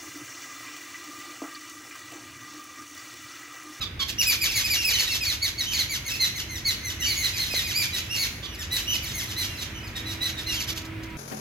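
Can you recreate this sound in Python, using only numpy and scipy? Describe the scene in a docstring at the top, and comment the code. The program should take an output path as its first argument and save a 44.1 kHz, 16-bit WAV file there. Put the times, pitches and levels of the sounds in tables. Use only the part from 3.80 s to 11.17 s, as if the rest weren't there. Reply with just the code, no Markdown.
"""A walled rooftop in town, where a flock of babblers squabbles. Whistles, thin squeals and harsh
screeches overlap: in each call the syrinx scoops up, sags, then breaks and plunges in a rasp.
Nasal notes open the quarrel and dry chacks end it. The wet roof and its walls throw the calls back.
Underneath, traffic rumbles, a distant motor hums, and there is one small knock."""
import sys
import numpy as np
from scipy import signal
from scipy.fft import rfft, irfft
from scipy.io import wavfile

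SR = 44100
rng = np.random.default_rng(int(sys.argv[2]) if len(sys.argv) > 2 else 0)


def file_out(sig):
    """Save sig as 16-bit WAV at sys.argv[1]."""
    # one column per channel
    cols = np.atleast_2d(sig).T
    # limit, then scale
    lim = np.clip(cols, -1, 1)
    pcm = np.round(lim * 32767).astype(np.int16)
    wavfile.write(sys.argv[1], SR, pcm)


N = 325017


def gain_of(db):
    """Decibels to amplitude."""
    return 10 ** (np.asarray(db) / 20)


def unit_rms(x):
    """Scales to rms 1."""
    return x / np.sqrt(np.mean(x ** 2) + 1e-20)


def at_hz(points, hz):
    """Reads a spectrum on a log-frequency axis."""
    point_hz, value = np.transpose(points)
    return np.interp(np.log(hz + 1), np.log(point_hz + 1), value)


def automation(rows, column=1):
    """One column of a time table at every sample."""
    rows = np.array(rows)
    return np.interp(np.arange(N) / SR, rows[:, 0], rows[:, column])


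def add(mix, start_s, sound):
    """Mixes a stereo sound in at its start time."""
    part = mix[:, max(round(start_s * SR), 0):][:, :sound.shape[1]]
    part += sound[:, :part.shape[1]]


def ramp(t, start, end):
    """Smooth fade from 0 to 1."""
    return np.sin(np.pi / 2 * np.clip((t - start) / (end - start + 1e-9), 0, 1)) ** 2


def phase_of(hz):
    """Running phase of a moving pitch."""
    return 2 * np.pi * np.cumsum(hz) / SR


def waver(rate_hz, size=8192):
    """Random wandering of rms 1, rolled off above the given rate."""
    hz = np.fft.rfftfreq(size, 1 / SR)
    return unit_rms(irfft(rfft(rng.standard_normal(size)) / (1 + (hz / rate_hz) ** 4), size))


def hiss(colour, size=8192):
    """Noise of rms 1 with the given spectrum."""
    eq = gain_of(at_hz(colour, np.fft.rfftfreq(size, 1 / SR)))
    return unit_rms(irfft(rfft(rng.standard_normal(size)) * eq, size))


# Colour of the traffic bed. 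Each row: frequency in Hz, relative level in dB.
TOWN_COLOUR = [(20, -48), (35, -7), (60, 2.5), (105, 4), (160, -7), (290, -10.5), (450, -18.5), (900, -23),
               (2200, -15.5), (3500, -25.5), (7000, -42), (16000, -42)]
# Its stereo image. Each row: frequency in Hz, left-right correlation (1 is mono).
TOWN_CORRELATION = [(100, .98), (250, 0.92), (500, 0.73), (1000, 0.38), (3000, 0.38)]
# Its two faders. Each row: time in seconds, rumble gain in dB, wash gain in dB.
TOWN_FADERS = [(0, -39, -38.5), (1.5, -41.5, -39.5), (3.3, -39, -37), (4.5, -40.5, -37),
               (5.3, -37.5, -36.5), (6.3, -38.5, -34.5), (7.37, -38, -36)]


def town(crossover_hz=220):
    """Traffic rumble, nearly mono, and a wider wash above it."""
    hz = np.fft.rfftfreq(N, 1 / SR)
    left, independent = rfft(rng.standard_normal((2, N)))
    alike = at_hz(TOWN_CORRELATION, hz)
    right = alike * left + np.sqrt(1 - alike ** 2) * independent
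    spectrum = np.array([left, right]) * gain_of(at_hz(TOWN_COLOUR, hz))
    whole = irfft(spectrum, N)
    rumble = irfft(spectrum / (1 + (hz / crossover_hz) ** 4), N)
    bed = rumble * gain_of(automation(TOWN_FADERS, column=1))
    bed += (whole - rumble) * gain_of(automation(TOWN_FADERS, column=2))
    return bed / whole.std() * gain_of([[-.3], [.3]])


# The motor's tone. Each row: harmonic number, level in dB before the fader.
MOTOR_HARMONICS = [(1, -48.5), (2, -65), (3, -60.5), (4, -62.5)]
# The hum swells late in the scene. Each row: time in seconds, gain in dB.
MOTOR_FADER = [(0, -9.5), (4.5, -9), (5.6, -5.5), (6.5, 1), (7.37, 4)]


def motor(hum_hz=323.3, drift=.0043):
    """A far motor off to the right, whose harmonics drift and fade on the way."""
    phase = phase_of(hum_hz * (1 + drift * waver(11.7, N)))
    hum = sum(gain_of(db) * np.sin(k * phase) * (1 + .35 * waver(6, N)) for k, db in MOTOR_HARMONICS)
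    return np.sqrt(2) * hum * gain_of(automation(MOTOR_FADER)) * gain_of([[-4], [2.5]])


def knock(hz=560, level_db=-17, t60_s=.0071):
    """One small dead knock, close and centred: a sine damped almost at once."""
    t = np.arange(2048) / SR
    return np.tile(-gain_of(level_db - 60 * t / t60_s) * np.sin(2 * np.pi * hz * t), (2, 1))


# The rooftop's ring. Each row: frequency in Hz, seconds to die away by 60 dB.
WALL_DECAY = [(1000, 0.73), (2500, 0.58), (4500, 0.55), (8000, 0.8), (14000, 0.65)]
# Echo send, riding up as the birds move off. Each row: time in seconds, gain in dB.
ECHO_SEND = [(0, -10.5), (1, -12), (2, -9.5), (3.5, -7), (5, -8), (6.2, -6.5), (7.3, -20.5)]


def wall_echoes(flock, build_s=.03, size=32768):
    """Scattered echoes off roof and walls build up briefly and die fastest around 4.5 kHz."""
    reflections = rng.standard_normal((2, size)) * (rng.random((2, size)) < .1)
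    hz, t, bands = signal.stft(reflections, SR, nperseg=256)
    envelope = gain_of(-60 * t / at_hz(WALL_DECAY, hz)[:, None]) * ramp(t, 0, build_s)
    eq_db = at_hz([(1000, -1), (2300, 6.5), (4500, -1.5), (8000, -.5), (14000, -1)], hz)
    tail = signal.istft(bands * envelope * gain_of(eq_db)[:, None], SR, nperseg=256)[1]
    tail /= np.linalg.norm(tail, axis=1, keepdims=True)
    return signal.fftconvolve(flock * gain_of(automation(ECHO_SEND)), tail, axes=1)[:, :N]


def place(sound, left_db, spread_s=.000481, bounce_db=-14.5, bounces=6):
    """Pans a bird and adds its own early bounces off the roof and walls."""
    size = 2 * len(sound)
    phase_per_s = -2j * np.pi * np.fft.rfftfreq(size, 1 / SR)
    delays_s = np.r_[0, rng.uniform(.003, .04, bounces)]
    lags_s = np.r_[0, spread_s * rng.uniform(-1, 1, bounces)]  # bounces arrive from the sides
    gains = np.r_[1, gain_of(bounce_db) * rng.choice([-1, 1], bounces)]
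    paths = [gains @ np.exp((delays_s + side * lags_s)[:, None] * phase_per_s) for side in (-1, 1)]
    return irfft(rfft(sound, size) * np.array(paths), size) * gain_of([[left_db / 2], [-left_db / 2]])


# Timing between the sides. Each row: frequency in Hz, lead of the left in radians.
LEFT_LEAD = [(1000, 0), (2600, .9), (3400, 2.4), (4100, .3), (4800, -.9), (5700, -2.0), (7000, 0),
             (16000, 0)]
# Balance between the sides. Each row: frequency in Hz, left over right in dB.
LEFT_BALANCE = [(1000, 0), (2500, -8), (4500, -2.5), (7000, -1), (13000, -0.5)]


def mic_shadow(birds):
    """The body between two microphones shades and delays one against the other."""
    hz = np.fft.rfftfreq(N, 1 / SR)
    shade = gain_of(at_hz(LEFT_BALANCE, hz) / 2)
    lag = np.exp(-1j * at_hz(LEFT_LEAD, hz))
    return irfft(rfft(birds) * np.array([shade, lag / shade]), N)


def harmonics(hz, phase, colour, first=1, last=14):
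    """The syrinx's harmonics, weighted by the throat, at steady power."""
    k = np.arange(first, last + 1)[:, None]
    weight = gain_of(at_hz(colour, k * hz)) * (k * hz < SR / 2.4)
    return (weight * np.sin(k * phase)).sum(0) / np.sqrt((weight ** 2).sum(0) / 2 + 1e-6)


# The throat's colour in a nasal note. Each row: frequency in Hz, relative level in dB.
NASAL_COLOUR = [(800, -17), (1200, -4), (2300, -9.5), (3500, 7), (4900, -1.5), (7000, -11.5), (9000, -32),
                (12500, -14), (16000, -39)]
# Nasal cues. Each row: start and length in seconds, opening and closing pitch in Hz, level in dB,
# jitter as a share of the pitch.
NASAL_CUES = [(.004, 0.043, 1348, 1118, -29.5, 0.018), (0.189, 0.051, 1182, 1043, -26.5, 0.037),
              (4.622, 0.048, 1224, 1088, -36, 0.066)]


def nasal(length_s, from_hz, to_hz, level_db, jitter, breath_db=-7):
    """A low, breathy, sinking note, strongest on its third harmonic."""
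    t = np.arange(8192) / SR
    hz = np.interp(t, [0, length_s], [from_hz, to_hz])
    phase = phase_of(hz * (1 + jitter * waver(520)))
    note = harmonics(hz, phase, NASAL_COLOUR) + gain_of(breath_db) * hiss(NASAL_COLOUR)
    envelope = ramp(t, 0, .016) * (1 - ramp(t, .8 * length_s, 1.15 * length_s))
    return place(gain_of(level_db) * note * envelope, left_db=-1)


# The throat's colour in a rasp, for chacks and calls. Each row: frequency in Hz, relative level in dB.
RASP_COLOUR = [(700, -12), (1400, -9.5), (2200, -4.5), (3100, 2.5), (4100, 1.5), (6300, 1), (8600, -20),
               (10500, -15.5), (12300, -4.5), (14000, -19), (16000, -59)]
# Chack cues. Each row: start in seconds, length in seconds, level in dB.
CHACK_CUES = [(0.272, 0.052, -28.5), (5.809, 0.038, -31.5), (6.793, 0.035, -29.5), (6.827, 0.034, -36.5),
              (6.863, 0.067, -28), (6.916, 0.027, -40), (6.948, 0.061, -32.5), (7.007, 0.031, -46),
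              (7.037, 0.041, -43), (7.222, 0.036, -43), (7.29, 0.031, -51)]


def chack(length_s, level_db, top_hz=2600, plunge_per_s=18, jitter=.1133, breath=.93, flutter=.23):
    """A short plunging rasp with no squeal before it."""
    t = np.arange(8192) / SR
    hz = top_hz * np.exp(-plunge_per_s * np.minimum(t, length_s))
    phase = phase_of(hz * (1 + jitter * waver(726)))
    rasp = harmonics(hz, phase, RASP_COLOUR) + breath * hiss(RASP_COLOUR)
    rasp = unit_rms(rasp * np.exp(flutter * waver(300)))
    envelope = np.sin(np.pi * np.minimum(t / length_s, 1)) ** 2
    return place(gain_of(level_db) * rasp * envelope, left_db=-1)


WHISTLE, SQUEAL, SCREECH = "whistle", "squeal", "screech"
# Voice presets, which each call bends. Each row: resting pitch in Hz, greatest scoop and sag as shares
# of the lift from rest to crest, base harshness from 0 to 1, overtone gain in dB, left over right in dB.
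VOICES = {WHISTLE: (1802.5, .38, .25, .25, -9, 2.3), SQUEAL: (1001.5, 0.3, .28, .24, -2, 2.5),
          SCREECH: (1800.5, 1, 1.05, 0.4, -10.5, 1.9)}
# Each voice's throat EQ on harmonics 1 to 3. Each row: frequency in Hz, gain in dB.
THROAT_EQ = {WHISTLE: [(2500, -1), (2950, 1.7), (5000, .5), (6000, -2), (7600, -16), (9000, -24)],
             SQUEAL: [(2000, 1), (2600, .5), (4200, -2.5), (5000, 1), (6000, 2), (6700, .5), (7700, -12),
             (8700, -26)], SCREECH: [(1900, -10), (2300, -9.5), (3700, -.3), (4700, .5), (5700, -14),
             (6700, -10.5), (7500, -13)]}
# The throat's colour on the overtones, harmonics 4 to 9. Each row: frequency in Hz, relative level in dB.
OVERTONE_COLOUR = [(7000, 19), (8600, -11), (10000, 4), (12400, 8), (13800, -9), (15500, 2), (18000, -13)]
# Brightness over the quarrel. Each row: time in seconds, overtone trim in dB.
OVERTONE_FADER = [(.4, 1.5), (1.2, -2.5), (2.7, -2), (4.3, 1), (5, 4.5), (5.4, 4.5), (6, -1.5), (7, -3)]
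# Call cues. Each row: start in seconds, voice, rise and glide in seconds, crest pitch in Hz,
# tone gain in dB, rasp gain in dB.
CALL_CUES = [(.38, SQUEAL, .015, .026, 2940, -25.5, -24.5), (.453, SQUEAL, .018, .044, 2560, -28, -21.5),
             (.604, SQUEAL, 0.016, 0.026, 2467, -29.5, -22.5),
             (.675, WHISTLE, 0.0069, 0.028, 2770, -36, -29.5),
             (.726, WHISTLE, 0.0068, 0.029, 2420, -35.5, -28),
             (.744, SQUEAL, .014, 0.035, 2270, -31, -25.5), (0.83, WHISTLE, 0.023, 0.015, 2546, -30, -29),
             (.885, SQUEAL, 0.024, 0.033, 2452, -30, -23), (0.953, WHISTLE, .021, 0.043, 2840, -33, -29.5),
             (1.034, SQUEAL, .019, 0.045, 2605, -29.5, -23.5),
             (1.105, WHISTLE, 0.047, 0.037, 3046, -33, -25), (1.125, SCREECH, .008, .033, 2190, -28, -33),
             (1.178, SCREECH, .022, 0.023, 2224, -27, -28), (1.264, SCREECH, .011, 0.013, 1954, -27.5, -36),
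             (1.278, WHISTLE, 0.024, 0.035, 2716, -34.5, -33),
             (1.305, SCREECH, 0.0097, 0.029, 2250, -29, -28),
             (1.403, WHISTLE, 0.0048, 0.033, 2577, -32, -28.5),
             (1.45, SCREECH, 0.016, 0.049, 2258, -28.5, -30),
             (1.613, SCREECH, 0.016, 0.038, 2246, -25, -31), (1.775, SCREECH, .01, 0.04, 2240, -29.5, -33),
             (1.85, WHISTLE, 0.037, 0.036, 3114, -35, -27.5),
             (1.929, SCREECH, 0.014, 0.037, 2260, -30.5, -30),
             (1.981, SCREECH, 0.01, 0.032, 2204, -25.5, -35.5),
             (2.085, SQUEAL, .014, 0.043, 2317, -37, -28),
             (2.245, SQUEAL, 0.021, 0.025, 2190, -38.5, -28.5),
             (2.29, WHISTLE, 0.033, 0.022, 2670, -37, -33),
             (2.391, SCREECH, .016, 0.046, 2143, -25.5, -30.5),
             (2.547, SQUEAL, 0.011, 0.027, 2202, -40.5, -29), (2.685, SQUEAL, 0.011, 0.07, 2130, -44, -34),
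             (2.844, SCREECH, 0.018, 0.048, 2232, -26, -30.5),
             (3.027, SQUEAL, 0.016, .052, 2125, -41.5, -30.5),
             (3.19, SQUEAL, 0.0082, 0.037, 2090, -40, -30), (3.205, WHISTLE, 0.041, 0.023, 3003, -32, -30),
             (3.251, SCREECH, 0.028, 0.055, 2327, -28.5, -34),
             (3.35, SQUEAL, .02, 0.061, 2240, -38.5, -29.5),
             (3.424, SCREECH, 0.02, 0.029, 2078, -27.5, -32.5),
             (3.53, WHISTLE, 0.012, 0.026, 2526, -39, -27.5),
             (3.577, SCREECH, 0.029, .037, 2110, -29.5, -35), (3.625, SQUEAL, 0.012, 0.034, 2240, -58, -34),
             (3.692, WHISTLE, 0.021, 0.024, 2574, -35.5, -29),
             (3.74, SCREECH, 0.021, .038, 2087, -28, -30.5), (3.825, WHISTLE, .022, 0.033, 2500, -39, -38),
             (3.86, SQUEAL, 0.0099, 0.03, 2242, -43.5, -28),
             (3.928, SCREECH, 0.053, 0.046, 2464, -26.5, -27.5),
             (4.123, SCREECH, .014, 0.031, 2000, -31.5, -30),
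             (4.288, WHISTLE, .045, .021, 2833, -34.5, -28),
             (4.362, SCREECH, 0.044, 0.033, 2250, -28.5, -30), (4.649, WHISTLE, 0.027, .06, 3020, -50, -40),
             (4.777, SQUEAL, .013, 0.026, 1923, -45.5, -32.5),
             (4.901, SCREECH, 0.038, 0.032, 2013, -29.5, -29.5),
             (5.062, WHISTLE, .04, .036, 3027, -30.5, -26.5),
             (5.219, SQUEAL, 0.016, 0.017, 2368, -43.5, -33),
             (5.266, SCREECH, .012, 0.029, 1920, -41, -37.5), (5.33, SQUEAL, 0.019, 0.045, 2180, -42, -29),
             (5.42, SQUEAL, 0.0084, 0.02, 2150, -45, -41), (5.477, SCREECH, 0.012, 0.017, 2070, -41, -35.5),
             (5.554, SCREECH, 0.038, 0.035, 2066, -31.5, -30),
             (5.674, WHISTLE, 0.012, 0.078, 2835, -48, -42), (5.772, SCREECH, 0.019, 0.021, 2034, -39, -38),
             (5.938, WHISTLE, .022, 0.033, 3060, -46.5, -52),
             (6.024, WHISTLE, 0.016, 0.03, 2550, -50.5, -42),
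             (6.149, SCREECH, 0.016, 0.015, 1880, -33, -42),
             (6.25, SCREECH, 0.02, 0.045, 2000, -36.5, -37.5),
             (6.396, SCREECH, 0.044, 0.038, 1994, -30, -34.5),
             (6.566, SCREECH, 0.02, 0.022, 1885, -34, -41.5),
             (6.654, SCREECH, 0.022, .039, 2075, -33.5, -34.5),
             (6.674, WHISTLE, 0.019, 0.043, 2866, -35.5, -29.5),
             (6.755, WHISTLE, 0.015, 0.029, 3184, -37.5, -29)]


def call(start_s, voice, rise_s, glide_s, crest_hz, tone_db, rasp_db,
         plunge_s=.066, wobble=.005, breakup_db=1.6, doubling=.58, rattle_hz=330, hoarse_db=-6):
    """The syrinx scoops up to a crest, sags, then breaks into a rasp that plunges ever faster."""
    rest_hz, scoop, sag, harsh, overtone_db, left_db = VOICES[voice]
    t = np.arange(8192) / SR
    lift_hz, break_s = crest_hz - rest_hz, rise_s + glide_s
    # Calls pressed out near the resting pitch turn harsher, and faint ones are smoother.
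    pressed = np.exp(-max(lift_hz, 0) / 294)
    softened = .02 * max(-34 - tone_db, 0)
    harsh = np.clip(harsh + .43 * pressed - softened, 0, 1)
    broken = ramp(t, break_s - .014, break_s + .016)
    strain = harsh * ramp(t, 0, 1.16 * break_s)

    # A slower rise scoops deeper and sags less.
    scoop_hz = lift_hz * scoop * (1 - np.exp(-rise_s / .02007))
    sag_hz = lift_hz * sag * np.exp(-rise_s / .045)
    hz = crest_hz - scoop_hz * np.clip(1 - t / rise_s, 0, 1) ** 2
    hz -= sag_hz * np.clip((t - rise_s) / glide_s, 0, 1) ** 1.4
    falling_s = np.clip(t - break_s, 0, 2 * plunge_s)
    hz *= np.exp(-9 * falling_s - 190 * falling_s ** 2)
    # An unsteady syrinx smears each harmonic in proportion to its number.
    jitter = .009 + .04 * strain + (.04 + .045 * harsh) * broken
    phase = phase_of(hz * (1 + jitter * waver(650) + wobble * waver(90)))

    tone = np.zeros_like(t)
    for k in (1, 2, 3):
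        flicker_db = breakup_db * (k - 1) * waver(130)
        tone += np.sqrt(2) * gain_of(at_hz(THROAT_EQ[voice], k * crest_hz) + flicker_db) * np.sin(k * phase)
    tone *= 1 + doubling * pressed * np.sin(phase / 2 + waver(600))  # pressed calls rattle an octave down
    # The overtones come in as the pressure builds, and fray first.
    overtone_db += np.interp(start_s, *np.transpose(OVERTONE_FADER))
    overtone_db -= .016 * max(crest_hz - 2600, 0)  # the highest calls are the purest
    frayed_phase = phase + .35 * harsh * waver(1100)
    overtones = harmonics(hz, frayed_phase, OVERTONE_COLOUR, first=4, last=9)
    tone += gain_of(overtone_db) * overtones * ramp(t, 0, .5 * break_s)
    swell = ramp(t, -.003, .014 + .45 * rise_s)
    tone *= gain_of(tone_db + 1) * swell * (1 - ramp(t, break_s - .008, break_s + .0069))

    breath = np.sqrt(harsh) * hiss(RASP_COLOUR)
    rasp = (harmonics(hz, phase, RASP_COLOUR, last=10) + .98 * breath) * broken
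    rasp += gain_of(hoarse_db) * breath * ramp(t, 0, break_s)
    rasp *= gain_of(rasp_db) * (1 - ramp(t, break_s - .008, break_s + plunge_s))
    # A second, slower and uneven vibration chops the voice.
    rattle = np.sin(phase_of(rattle_hz * (1 + .291 * waver(195))))
    chop = 1 + .7 * strain * rattle + .2 * waver(300)
    return place((tone + rasp) * chop, left_db)


def scene():
    """The flock and its echoes over the town, the motor and one knock."""
    flock = np.zeros((2, N))
    for start_s, *cue in CALL_CUES:
        add(flock, start_s, call(start_s, *cue))
    for source, cues in ((nasal, NASAL_CUES), (chack, CHACK_CUES)):
        for start_s, *cue in cues:
            add(flock, start_s, source(*cue))
    mix = mic_shadow(flock + wall_echoes(flock)) + town() + motor()
    add(mix, start_s=3.7398, sound=knock())
    return mix


def record(dry, cutoff_hz=15950):
    """A steep low-pass takes the very top off the mix."""
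    lowpass = signal.firwin(511, cutoff_hz, window=("kaiser", 9), fs=SR)
    return signal.oaconvolve(dry, lowpass[None], "same", axes=1)


dry = scene()
out = record(dry)
file_out(out)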